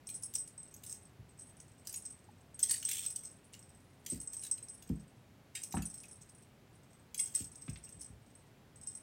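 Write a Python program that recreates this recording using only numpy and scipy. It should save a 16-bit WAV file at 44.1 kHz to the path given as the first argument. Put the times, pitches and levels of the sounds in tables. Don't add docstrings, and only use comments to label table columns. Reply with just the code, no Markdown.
import sys
import numpy as np
from scipy import signal
from scipy.fft import rfft, irfft
from scipy.io import wavfile

SR = 44100
rng = np.random.default_rng(int(sys.argv[2]) if len(sys.argv) > 2 else 0)


def waveform_to_disk(signal):
    frames = np.transpose(np.atleast_2d(signal))
    scaled = np.clip(frames, -1, 1) * 32767
    samples = np.round(scaled).astype(np.int16)
    wavfile.write(sys.argv[1], SR, samples)


N = 397782
AGE_S = np.arange(SR // 3) / SR

# (frequency [Hz], relative density [dB])
AMBIENCE_SPECTRUM = [(12, -66.5), (20, -24), (107, -0.5), (216, -8), (277, -8.5), (301, -12.5), (422, -13),
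                     (459, -16), (678, -17), (1190, -23), (2200, -25), (4940, -32.5), (16000, -40.5)]
# (time [s], level before trim [dB], centre [Hz], sharpness [Q])
WOOD_KNOCKS = [(4.122, -54, 550, 2.1), (4.9, -51, 596, 1.2), (5.741, -33.5, 887, 2),
               (5.769, -37, 1350, 1.2), (5.786, -47, 1370, 0.97), (5.824, -48.5, 2630, 12),
               (6.04, -53.5, 2470, 6), (7.68, -48.5, 1170, 0.51), (7.681, -46.5, 2510, 6),
               (7.68, -57, 3500, 3.9), (7.758, -48, 2700, 0.89), (7.869, -58, 2680, 10)]
# (time [s], level [dB], hardness corner [Hz])
PAW_LANDINGS = [(1.185, -45.5, 169.1), (4.121, -36, 600), (4.898, -27, 380), (5.741, -30, 499.7),
                (5.769, -29.5, 383), (7.404, -44.5, 450), (7.679, -31.5, 170), (7.944, -44, 108.6),
                (8.094, -41.5, 111.5)]
# (frequency [Hz], relative level [dB], T60 [s])
BOARD_MODES = [(63.3, -9, 0.23), (102.3, -5.5, 0.13), (137.4, -11.5, 0.26), (166.4, -7, 0.23),
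               (207.7, -12, 0.3), (236, -5, 0.12), (274.5, -4.5, 0.11), (315.7, -15.5, 0.23),
               (362, -12.5, 0.094), (444.6, -21, 0.21)]
# (start [s], length [s], hiss level before trim [dB], body level before trim [dB])
FEATHER_DRAGS = [(0.33, 0.048, -56, -69), (.82, 0.14, -53, -74), (1.846, 0.11, -59, -64),
                 (2.681, 0.094, -44, -42.5), (2.853, .23, -42.5, -47), (3.524, 0.031, -55, -51.5),
                 (4.042, 0.14, -52, -58.5), (4.429, 0.046, -48, -52.5), (5.548, 0.047, -50, -48.5),
                 (7.168, 0.18, -55, -64.5), (7.337, 0.096, -50, -57.5)]
# (frequency [Hz], relative density [dB])
HISS_SPECTRUM = [(3000, -24), (5500, -6), (7500, 10.5), (10500, -1.5), (16000, -2)]
# (frequency [Hz], relative density [dB])
BODY_SPECTRUM = [(700, -34), (1400, -10), (2000, -2.5), (2700, 2.5), (6500, -1.5), (10000, -10.5),
                 (16000, -37)]
# (time [s], level [dB], body relative to it before trim [dB])
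BEAD_CLACKS = [(0.0893, -39, -5.5), (0.2233, -40, -26), (0.3378, -33, -13.5), (0.7398, -39.5, -23),
               (0.8358, -40.5, -8), (1.8707, -31, -14), (1.926, -34, -21), (1.9405, -30, -14),
               (2.5917, -30, -16), (2.6003, -36, -8.5), (2.6334, -26, -6.5), (2.7097, -21, -14),
               (2.826, -34, -5), (2.8883, -26, -9), (2.9119, -24, -8.5), (3.05, -38, -2), (4.0618, -32, -8),
               (4.3325, -38.5, -13), (4.4236, -43, -10), (4.577, -46.5, -2.5), (4.823, -46.5, -6),
               (4.8902, -48.5, -5), (5.552, -35.5, 1), (5.6328, -36, -10), (5.7233, -34, -8),
               (5.8207, -36, -10), (6.034, -47, -3.5), (7.1441, -31.5, -10.5), (7.1915, -31, -9),
               (7.3449, -35.5, -6.5), (7.4197, -39.5, -9)]
# (frequency [Hz], relative density [dB])
CRACK_SPECTRUM = [(3000, -28), (5500, 0.5), (7500, 3.5), (10500, -4.5), (12500, -1), (16000, -9.5)]
# (time [s], level before trim [dB], upper-mode offset [dB],
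# skitter relative to level, before trim [dB])
PELLET_STRIKES = [(0.0998, -36.5, -18, -19), (0.3514, -28, -21, -7), (0.384, -32.5, -16.5, -26),
                  (0.5783, -41.5, -31, -26), (0.6295, -43.5, -21, -22), (0.8961, -42, -26, 0),
                  (0.9265, -38, -33, -7), (1.395, -45.5, -25, -7), (1.419, -46, -14, -15),
                  (1.6005, -51, -10, -1), (1.9599, -36.5, -17, -10.5), (2.0523, -35.5, -34, -10),
                  (2.544, -46, -17, -26), (2.6284, -19, -23, -18.5), (2.6947, -27, -14.5, -3),
                  (2.714, -24.5, -14, -23), (2.8514, -25, -26, -6), (2.9317, -31, -23, -11),
                  (3.0625, -28.5, -35, -12), (3.1125, -37, -30, -11), (3.1592, -35.5, -21, -19),
                  (3.25, -41, -30, -2), (4.0997, -32, -13.5, -16), (4.1215, -34.5, -28, -16),
                  (4.201, -37, -31, -23), (4.2737, -34, -40, -29), (4.3311, -39, -24, -9),
                  (4.3668, -34.5, -22, -20), (4.4368, -35.5, -17, -9), (4.5125, -23, -26, -11.5),
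                  (4.6268, -41, -20, -31), (4.6953, -42.5, -15.5, -15), (5.5513, -37.5, -14.5, -10.5),
                  (5.6362, -34, -18, -7), (6.0028, -51, -4, -1), (6.1117, -48, -9, -5),
                  (6.3823, -57, -16, -9.5), (7.1772, -38, -7, -1.5), (7.1976, -25.5, -12, -12),
                  (7.3503, -23.5, -20.5, -12), (7.6206, -44, -22, -10), (7.838, -46, -21, -3.5),
                  (8.0092, -42, -8, -1), (8.0456, -43, -33, -10), (8.3517, -51.5, -21, -16.5),
                  (8.872, -33.5, -22, -4.5), (8.9507, -38, -18, -11)]
# (frequency [Hz], relative level [dB], T60 [s])
CLINK_MODES = [(5380, -14.5, 0.02), (6260, -15, 0.024), (7230, -29, .025), (8470, -25, 0.027),
               (13500, -33, 0.013)]
# (frequency [Hz], relative density [dB])
SEAM_SPECTRUM = [(2000, -20.5), (4800, -13), (5300, 3), (7500, -4.5), (8200, 9), (9200, -8), (10500, -18.5),
                 (16000, -16.5)]
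# (start [s], length [s], first level before trim [dB], last level before trim [dB])
TOY_SWINGS = [(0.047, 0.45, -41.5, -46.5), (0.659, 0.15, -54, -58), (0.839, 0.25, -41, -62),
              (1.285, 0.6, -58, -63.5), (1.88, 0.25, -43, -49.5), (2.12, 0.37, -63, -70),
              (2.649, 0.54, -36.5, -37), (3.2, 0.26, -45.5, -58), (3.502, 0.51, -53, -73.5),
              (4.063, 0.43, -42, -49), (4.599, 0.59, -48.5, -67.5), (5.572, 0.45, -39, -45),
              (6.031, 0.42, -57.5, -57), (6.698, 0.31, -73.5, -60), (7.201, 0.27, -35.5, -39.5),
              (7.481, 0.58, -47.5, -52.5), (8.196, 0.29, -70, -72), (8.736, 0.28, -56, -45)]

# (frequency [Hz], relative level [dB], T60 [s])
BELL_LOW, BELL_HIGH = (8200, 0, 0.077), (9648, 4.56, 0.1)
AMBIENCE_DB = -61.5
ROOM_T60_S = 0.25
CUTOFF_HZ = 16000
TUMBLES_PER_S, TUMBLE_SPREAD_DB = 20.0, 3.5
TUMBLE_UPPER_DB, UPPER_SPREAD_DB = -18, 8
TYPICAL_DB, SKITTER_DB, SKITTER_DB_PER_DB = -42.0, -48.5, 0.85
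TICK_SHARE, TICK_DB, TICK_BODY_DB = 0.3, -2, -12.0


def from_db(db):
    return 10 ** (np.asarray(db) / 20)


def rms_one(x):
    return x / np.sqrt(np.mean(x ** 2) + 1e-20)


def fade(t60_s):
    return np.exp(-np.log(1000) * AGE_S / t60_s)


def onset(rise_s):
    return 1 - np.exp(-AGE_S / rise_s)


def ring(hz, t60_s):
    return np.sin(2 * np.pi * hz * AGE_S) * fade(t60_s)


def add(out, time_s, sound):
    start = max(round(time_s * SR), 0)
    out[start:start + len(sound)] += sound[:max(len(out) - start, 0)]


def high_pass(x, corner_hz):
    return signal.sosfilt(signal.butter(4, corner_hz, "high", fs=SR, output="sos"), x)


def colour(x, spectrum, ripple_db=0, size=4096, count=90):
    hz, db = np.transpose(spectrum)
    grid_hz = np.linspace(1, SR / 2, size // 2 + 1)
    ripple = np.interp(grid_hz, np.linspace(0, SR / 2, count), rng.standard_normal(count))
    gain = from_db(np.interp(np.log(grid_hz), np.log(hz), db) + ripple_db * ripple)
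    cepstrum = irfft(np.log(rms_one(gain)))
    cepstrum[1:size // 2] *= 2
    cepstrum[size // 2 + 1:] = 0
    response = irfft(np.exp(rfft(cepstrum)))
    return signal.fftconvolve(x, response)[:len(x)]


def room(x, wet_db, first_s=0.0018):
    tail = rng.standard_normal(len(AGE_S)) * fade(ROOM_T60_S) * (AGE_S > first_s)
    response = from_db(wet_db) * tail / np.linalg.norm(tail)
    response[0] = 1
    return signal.fftconvolve(x, response)[:len(x)]


def grains(per_s, spread_db, t60_s):
    sizes = from_db(spread_db * np.minimum(rng.exponential(1, len(AGE_S)), 3))
    hits = rng.random(len(AGE_S)) < per_s / SR
    energy = signal.fftconvolve(sizes ** 2 * hits, fade(t60_s) ** 2)[:len(AGE_S)]
    return rms_one(np.sqrt(np.abs(energy)) * rng.standard_normal(len(AGE_S)))


def ambience():
    return from_db(AMBIENCE_DB) * rms_one(colour(rng.standard_normal(N), AMBIENCE_SPECTRUM))


def blip(time_s=2.288, upper_hz=842.0, lower_hz=820.0, tone_db=-47.0, t60_s=0.04, rise_s=0.0041):
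    out = np.zeros(N)
    tones = ring(upper_hz, t60_s) + ring(lower_hz, t60_s)
    add(out, time_s, from_db(tone_db) * tones * onset(rise_s))
    return out


def knocks(trim_db=-2.5, t60_s=0.047, wet_db=-4.5):
    out = np.zeros(N)
    for time_s, db, hz, sharpness_q in WOOD_KNOCKS:
        b, a = signal.iirpeak(hz, sharpness_q, fs=SR)
        once = signal.lfilter(b, a, rng.standard_normal(len(AGE_S)))
        wood = rms_one(signal.lfilter(b, a, once)) * fade(t60_s)
        add(out, time_s, from_db(db + trim_db) * room(wood, wet_db))
    return out


def thumps(travel_s=0.0061, pad_s=0.00036, wet_db=-6.5, lowest_hz=52.0):
    out = np.zeros(N)
    for time_s, db, hard_hz in PAW_LANDINGS:
        floor = np.zeros(len(AGE_S))
        for hz, mode_db, t60_s in BOARD_MODES:
            strength = from_db(mode_db) / np.hypot(1, (hz / hard_hz) ** 2)
            delay_s = travel_s * np.sqrt(BOARD_MODES[-1][0] / hz) - travel_s
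            mode = rng.choice([-1, 1]) * ring(hz, t60_s) * onset(pad_s)
            add(floor, delay_s, strength * mode)
        add(out, time_s, from_db(db) * room(floor, wet_db))
    return high_pass(out, lowest_hz)


def rustle(hiss_trim_db=-3.5, body_trim_db=-3.5, per_s=300.0, spread_db=2.0, snap_t60_s=0.011,
           ripple_db=5.5, wet_db=-5.5):
    out = np.zeros(N)
    for start_s, length_s, hiss_db, body_db in FEATHER_DRAGS:
        swell = np.sqrt(np.sin(np.pi * np.minimum(AGE_S / length_s, 1)).clip(0))
        snaps = swell * grains(per_s, spread_db, snap_t60_s)
        flipped = snaps * rng.choice([-1, 1], len(AGE_S))
        hiss = from_db(hiss_db + hiss_trim_db) * colour(snaps, HISS_SPECTRUM, ripple_db)
        body = from_db(body_db + body_trim_db) * colour(flipped, BODY_SPECTRUM, ripple_db)
        padded = np.pad(hiss + body, (0, len(AGE_S)))
        add(out, start_s, room(padded, wet_db))
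    return out


def clacks(contacts, top_db=-3.5, body_trim_db=-1.0, t60_s=0.029, rise_s=0.0009,
           ripple_db=5.5, wet_db=-3.5):
    out = np.zeros(N)
    for time_s, db, body_db in contacts:
        top, body = fade(t60_s) * onset(rise_s) * rng.standard_normal((2, len(AGE_S)))
        crack = from_db(top_db) * colour(top, CRACK_SPECTRUM, ripple_db)
        crack += from_db(body_trim_db + body_db) * colour(body, BODY_SPECTRUM, ripple_db)
        add(out, time_s, from_db(db) * room(crack, wet_db))
    return out


def ticks(landings):
    nudged = rng.random(len(landings)) < TICK_SHARE
    return [(time_s, db + TICK_DB, TICK_BODY_DB)
            for (time_s, db, _, _), hit in zip(landings, nudged) if hit]


def tumbles():
    rows = []
    for start_s, length_s, first_db, last_db in TOY_SWINGS:
        count = max(round(length_s * TUMBLES_PER_S), 1)
        progress = (np.arange(count) + rng.random(count)) / count
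        force, spot = rng.standard_normal((count, 2)).clip(-2, 2).T
        db = first_db + (last_db - first_db) * progress + TUMBLE_SPREAD_DB * force
        upper_db = TUMBLE_UPPER_DB + UPPER_SPREAD_DB * spot
        rattle_db = SKITTER_DB + SKITTER_DB_PER_DB * (db - TYPICAL_DB) - db
        rows += zip(start_s + length_s * progress, db, upper_db, rattle_db)
    return rows


def skitter(lead_s, per_s=630.0, spread_db=7.5, t60_s=0.098, run_up_db=-6.5):
    run_up = from_db(run_up_db) * AGE_S / lead_s
    rattle = from_db(-60 * (AGE_S - lead_s) / t60_s)
    push = np.where(AGE_S < lead_s, run_up, rattle)
    return colour(push * grains(per_s, spread_db, t60_s=0.006), SEAM_SPECTRUM, ripple_db=2.0)


def shell(upper_db, detune_hz=33.9, clink_spread=0.021, contact_s=0.00047):
    sound = np.zeros(len(AGE_S))
    for hz, db, t60_s in CLINK_MODES:
        sound += from_db(db) * ring(hz * (1 + rng.normal(0, clink_spread)), t60_s)
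    for (hz, mode_db, t60_s), spot_db in ((BELL_LOW, 0), (BELL_HIGH, upper_db)):
        sound += from_db(mode_db + spot_db) * ring(hz + rng.normal(0, detune_hz), t60_s)
    return sound * onset(contact_s)


def bell(strikes, trim_db=1.0, skitter_trim_db=-4.5, lead_s=0.012, wet_db=-7.5, rebound_db=-11.5,
         loss_db=5.5, rebound_s=0.016, lowest_hz=4800.0, count=3):
    rings, scrapes = np.zeros(N), np.zeros(N)
    for time_s, db, upper_db, rattle_db in strikes:
        jingle = shell(upper_db)
        delays_s = np.cumsum(rng.uniform(0.2, 1.8, count)) * rebound_s
        for k, delay_s in enumerate(delays_s):
            rebound = shell(upper_db + rng.normal(1.9, 3.3))
            add(jingle, delay_s, from_db(rebound_db - k * loss_db) * rebound)
        add(rings, time_s, from_db(db + trim_db) * room(jingle, wet_db))
        scrape = room(skitter(lead_s), wet_db)
        add(scrapes, time_s - lead_s, from_db(db + rattle_db + skitter_trim_db) * scrape)
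    return scrapes + high_pass(rings, lowest_hz)


def scene():
    background = ambience() + blip()
    floor = knocks() + thumps()
    landings = tumbles()
    toy = rustle() + clacks(BEAD_CLACKS + ticks(landings)) + bell(PELLET_STRIKES + landings)
    return (background + floor + toy)[None]


def record(dry, low_cut_hz=26.0):
    thin = high_pass(dry, low_cut_hz)
    return signal.sosfilt(signal.ellip(10, 0.1, 70, CUTOFF_HZ, fs=SR, output="sos"), thin)


dry = scene()
out = record(dry)
waveform_to_disk(out)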